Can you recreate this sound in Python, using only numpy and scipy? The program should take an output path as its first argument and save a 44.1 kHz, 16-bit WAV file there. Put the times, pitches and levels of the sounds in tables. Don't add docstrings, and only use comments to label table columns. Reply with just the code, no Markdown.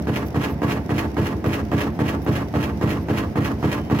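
import sys
import numpy as np
from scipy import signal
from scipy.fft import rfft, irfft
from scipy.io import wavfile

SR = 44100
rng = np.random.default_rng(int(sys.argv[2]) if len(sys.argv) > 2 else 0)


def waveform_to_disk(signal):
    frames = np.transpose(np.atleast_2d(signal))
    scaled = np.clip(frames, -1, 1) * 32767
    samples = np.round(scaled).astype(np.int16)
    wavfile.write(sys.argv[1], SR, samples)


N = 176400

# (time [s], force [dB], hop bout gain [dB], slap bout gain [dB])
TURNS = [(-.203, 5, 0, 0), (.0702, -0.8, 2, 0.5), (.344, -0.76, 4, 1.5), (0.6182, -0.14, 4.5, 0.5),
         (0.8921, -.5, 0, 2), (1.1674, -0.3, -0.5, -2), (1.4416, 0, 0.5, 0), (1.7162, -0.4, 5.5, 0.5),
         (1.99, 0, 0.5, -1), (2.2638, -.2, 1, -2), (2.5384, -0.4, 1, -1), (2.812, -0.1, 2.5, -2.5),
         (3.0848, 0, -0.5, 0), (3.3565, 0.35, -1.5, -1.5), (3.6272, -0.2, -2, 0.5), (3.8987, 0.3, -1, 0)]
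# (delay [s], length [s], side panel level [dB], lid level [dB])
BOUTS = [(.0003, 0.0022, -2, -14.5), (.008, .014, 1.5, -6), (0.019, .013, -2.5, -8), (0.042, 0.022, -3, -7),
         (.061, .022, -4, -2.5), (0.088, .015, 0.5, 5.5), (0.107, .016, -2.5, -4), (0.125, .022, -2.5, -10),
         (.148, .014, -2, -11.5), (0.161, 0.019, -15.5, -25)]
# (frequency [Hz], spectral level [dB])
SPRAY = [(1000, -2), (3500, 0), (5600, 5), (7500, -9), (9500, -8.5), (12000, -2.5), (15500, -7)]


def cabinet():
    # (delay [s], level [dB], hardness as centre frequency [Hz])
    blows = [(0.0009, -3.5, 212.4), (0.015, -1.0, 500), (0.0269, 4, 170), (0.0348, -4.5, 83.0),
             (0.0637, -8, 423), (0.0923, -1.0, 144), (0.1086, -4.5, 280), (0.1304, -9, 270),
             (0.1524, -3, 260), (0.1742, -3.5, 65), (0.1879, -4.5, 103.4), (0.2279, -18, 194)]
    # (frequency [Hz], level [dB], T60 [s])
    modes = [(71, -24.5, 0.32), (91.9, -24, 0.24), (117.7, -21.5, 0.27), (144.7, -22, 0.27),
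             (173.8, -22.5, 0.34), (215.2, -23, 0.3), (284.1, -14.5, 0.17), (322.7, -20.5, .18),
             (413.8, -20, 0.12), (454.2, -27.5, 0.19), (588, -29.5, .16), (684, -28.5, 0.12)]
    jitter_s, spread_db = .00015, 1.07
    starts, force_db, *_ = np.transpose(TURNS)
    push = 0
    for delay, db, hz in blows:
        late, stronger = rng.standard_normal((2, len(starts)))
        train = clicks(starts + delay + jitter_s * late, from_db(force_db + db + spread_db * stronger))
        w = 2 * np.pi * hz
        rounding = signal.bilinear([w, 0], [1, w, w * w], SR)
        push = push + signal.lfilter(*rounding, train)
    t = np.arange(SR // 2) / SR
    sharp_share, settle_s = 0.028, 0.035
    warped_t = t - sharp_share * settle_s * np.expm1(-t / settle_s)
    ring = sum(from_db(db - 60 * t / t60) * np.sin(2 * np.pi * hz * warped_t) for hz, db, t60 in modes)
    boom = sound_through(push, ring[None])
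    return from_db(-1) * signal.sosfilt(signal.butter(6, 56, "high", fs=SR, output="sos"), boom)


def clack():
    # (frequency [Hz], level [dB], T60 [s])
    modes = [(517, -16, 0.016), (756, -2, 0.064), (946, 7.5, 0.016), (1163, -1, .03), (1557, -2.5, 0.036),
             (1800, -6, .035), (3100, -17, 0.01)]
    gain_db, spread_db, delay_s, attack_s = -27, 0.6, 0.00042, 0.00037
    starts, force_db, *_ = np.transpose(TURNS)
    t = np.arange(SR // 10) / SR
    out = 0
    for hz, db, t60 in modes:
        sizes = from_db(gain_db + force_db + spread_db * rng.standard_normal(len(starts)))
        ring = from_db(db - 60 * t / t60) * np.cos(2 * np.pi * hz * t) * -np.expm1(-t / attack_s)
        out = out + sound_through(clicks(starts + delay_s, sizes), ring[None])
    return signal.sosfilt(signal.butter(2, 60, "high", fs=SR, output="sos"), out)


def chatter():
    # (frequency [Hz], spectral level [dB])
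    panel = [(60, -37), (300, -10), (500, 3), (750, 3.5), (1150, -3), (1800, -4), (2600, -20.5),
             (4000, -23.5), (8000, -36), (15000, -35)]
    lid = [(400, -6), (900, -8), (1750, 2), (2800, -2.5), (3700, -9.5), (6200, -13.5), (8000, -23),
           (12000, -16.5), (15500, -21)]
    _, _, panel_db, lid_db = np.transpose(BOUTS)
    out = 0
    for _ in range(2):
        out = out + sound_through(taps(panel_db - 3.5), plastic_response(panel, t60=0.086))
        out = out + sound_through(taps(lid_db - 7), plastic_response(lid, t60=0.069))
    return out


def taps(levels_db, count=4):
    jitter_s, tap_spread_db, bout_spread_db = .0004, 3, 2
    hop_bout, slap_bout = 4, 5
    starts, force_db, hop_db, slap_db = np.transpose(TURNS)[:, :, None]
    train = 0
    for bout, ((delay, length, *_), db) in enumerate(zip(BOUTS, levels_db)):
        pattern = length * (np.arange(count) + rng.random(count)) / count
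        times = starts + delay + pattern + jitter_s * rng.standard_normal((len(starts), count))
        sizes = from_db(tap_spread_db * rng.standard_normal(times.shape)) * rng.choice([-1, 1], count)
        sizes /= np.linalg.norm(sizes, axis=1, keepdims=True)
        chance_db = bout_spread_db * rng.standard_normal(starts.shape)
        turn_db = {hop_bout: hop_db, slap_bout: slap_db}.get(bout, chance_db)
        train = train + clicks(times, sizes * from_db(force_db + db + turn_db))
    return train


def plastic_response(spectrum, t60):
    # (frequency [Hz], bandwidth [Hz], lift [dB])
    resonances = [(714, 12, -0.5), (888, 18, 8), (1041, 32, 7), (1136, 38, 5.5), (1740, 30, -0.5),
                  (2660, 150, 4), (2873, 29, 3)]
    room_db, room_t60 = -23, 0.51
    t = np.arange(SR // 2) / SR
    x = coloured(spectrum, len(t)) * (from_db(-60 * t / t60) + from_db(room_db - 60 * t / room_t60))
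    for hz, width, lift_db in resonances:
        x = x + (from_db(lift_db) - 1) * signal.lfilter(*signal.iirpeak(hz, hz / width, SR), x)
    return x / np.sqrt(np.sum(x ** 2) / 2)


def rubbing():
    wobble = 0.44 * drift(250)
    rubs = sum(friction(start + .152, width_s=0.012, hz=1152.5, hz_per_s=3700, db=force_db - 36.5,
                        wobble=wobble) for start, force_db, *_ in TURNS)
    squeal = friction(3.79, width_s=.14, hz=3060, hz_per_s=0, db=-51, wobble=1.1 * drift(120))
    return rubs + squeal


def friction(peak_s, width_s, hz, hz_per_s, db, wobble):
    t = np.arange(N) / SR - peak_s
    swell = from_db(db) * np.exp(-.5 * (t / width_s) ** 2)
    return swell * np.sin(2 * np.pi * (hz + .5 * hz_per_s * t) * t + wobble)


def rumble():
    # (frequency [Hz], spectral level [dB])
    spectrum = [(25, -38), (47, -34), (66, 0.5), (105, -0.5), (300, 0), (500, -10.5), (800, -14),
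                (1200, -24.5), (2000, -25.5), (3500, -40), (8000, -64), (16000, -60)]
    # (frequency [Hz], level [dB])
    tones = [(704, -51), (886, -51.5), (1025, -56)]
    t = np.arange(N) / SR
    whine = sum(from_db(db) * np.sin(2 * np.pi * hz * t + 0.9 * drift(20)) for hz, db in tones)
    return from_db(-30) * coloured(spectrum, N) + whine


def drops():
    drops_per_s, gain_db, spread_db = 75, -32.5, 5
    hits = rng.random(N + SR) < drops_per_s / SR
    sizes = from_db(gain_db + spread_db * np.minimum(rng.standard_normal(N + SR), 2))
    return sound_through(hits * sizes, plastic_response(SPRAY, t60=0.016))


def spray():
    # (time [s], level [dB], Gaussian width [s])
    spurts = [(.272, -42.5, 0.01), (.512, -47, 0.017), (1.483, -40, 0.003), (1.926, -59, .005),
              (2.227, -46, .006), (2.249, -43, .003), (2.322, -48, 0.0027), (3.031, -49, .003)]
    # (frequency [Hz], spectral level [dB])
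    spurt_spectrum = [(3000, -36), (5500, -23), (8000, -24), (11000, -10), (12100, 5), (13200, -10),
                      (15500, -7)]
    t = np.arange(N) / SR
    hiss = coloured(SPRAY, N) * from_db(-56 + 2 * drift(40))
    swells = sum(from_db(db) * np.exp(-.5 * ((t - time) / width) ** 2) for time, db, width in spurts)
    return hiss + swells * coloured(spurt_spectrum, N)


def coloured(spectrum, size):
    # (frequency [Hz], correlation [ratio])
    coherence = [(60, .97), (280, 0.9), (500, 0.8), (1000, 0.3), (2000, -0.01), (15000, 0.02)]
    hz = np.maximum(np.fft.rfftfreq(size, 1 / SR), 1)
    mid, side = np.exp(2j * np.pi * rng.random((2, len(hz))))
    alike = at_hz(coherence, hz)
    stereo = np.sqrt(1 + alike) * mid + np.sqrt(1 - alike) * side * [[1], [-1]]
    x = irfft(from_db(at_hz(spectrum, hz)) * stereo, size)
    return x / x.std()


def clicks(times, sizes):
    out = np.zeros(N + 2 * SR)
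    np.add.at(out, ((np.ravel(times) + 1) * SR).astype(int), np.ravel(sizes))
    return out[:N + SR]


def sound_through(train, response):
    return signal.fftconvolve(train[None], response, axes=1)[:, SR:SR + N]


def drift(rate):
    knots = rng.standard_normal(int(rate * N / SR) + 2)
    return np.interp(np.arange(N) * rate / SR, np.arange(len(knots)), knots)


def at_hz(points, hz):
    f, value = np.transpose(points)
    return np.interp(np.log(hz), np.log(f), value)


def from_db(db):
    return 10 ** (np.asarray(db) / 20)


def scene():
    # (frequency [Hz], left minus right level [dB])
    balance = [(60, -1), (110, -0.5), (200, -3.5), (380, 1.5), (700, -1), (1290, -3), (2380, -2.5),
               (4400, 1), (8120, -1.5), (15000, -2.5)]
    left_lag_s = .0001
    hz = np.maximum(np.fft.rfftfreq(2 * N, 1 / SR), 1)
    gains = from_db(at_hz(balance, hz) * [[.5], [-.5]])
    lag = np.exp(-2j * np.pi * hz * left_lag_s * [[1], [0]])
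    machine = cabinet() + clack() + chatter() + rubbing() + rumble() + spray() + drops()
    return irfft(rfft(machine, 2 * N) * gains * lag)[:, :N]


def record(dry):
    return signal.sosfilt(signal.ellip(12, .1, 90, 15800, fs=SR, output="sos"), dry)


dry = scene()
out = record(dry)
waveform_to_disk(out)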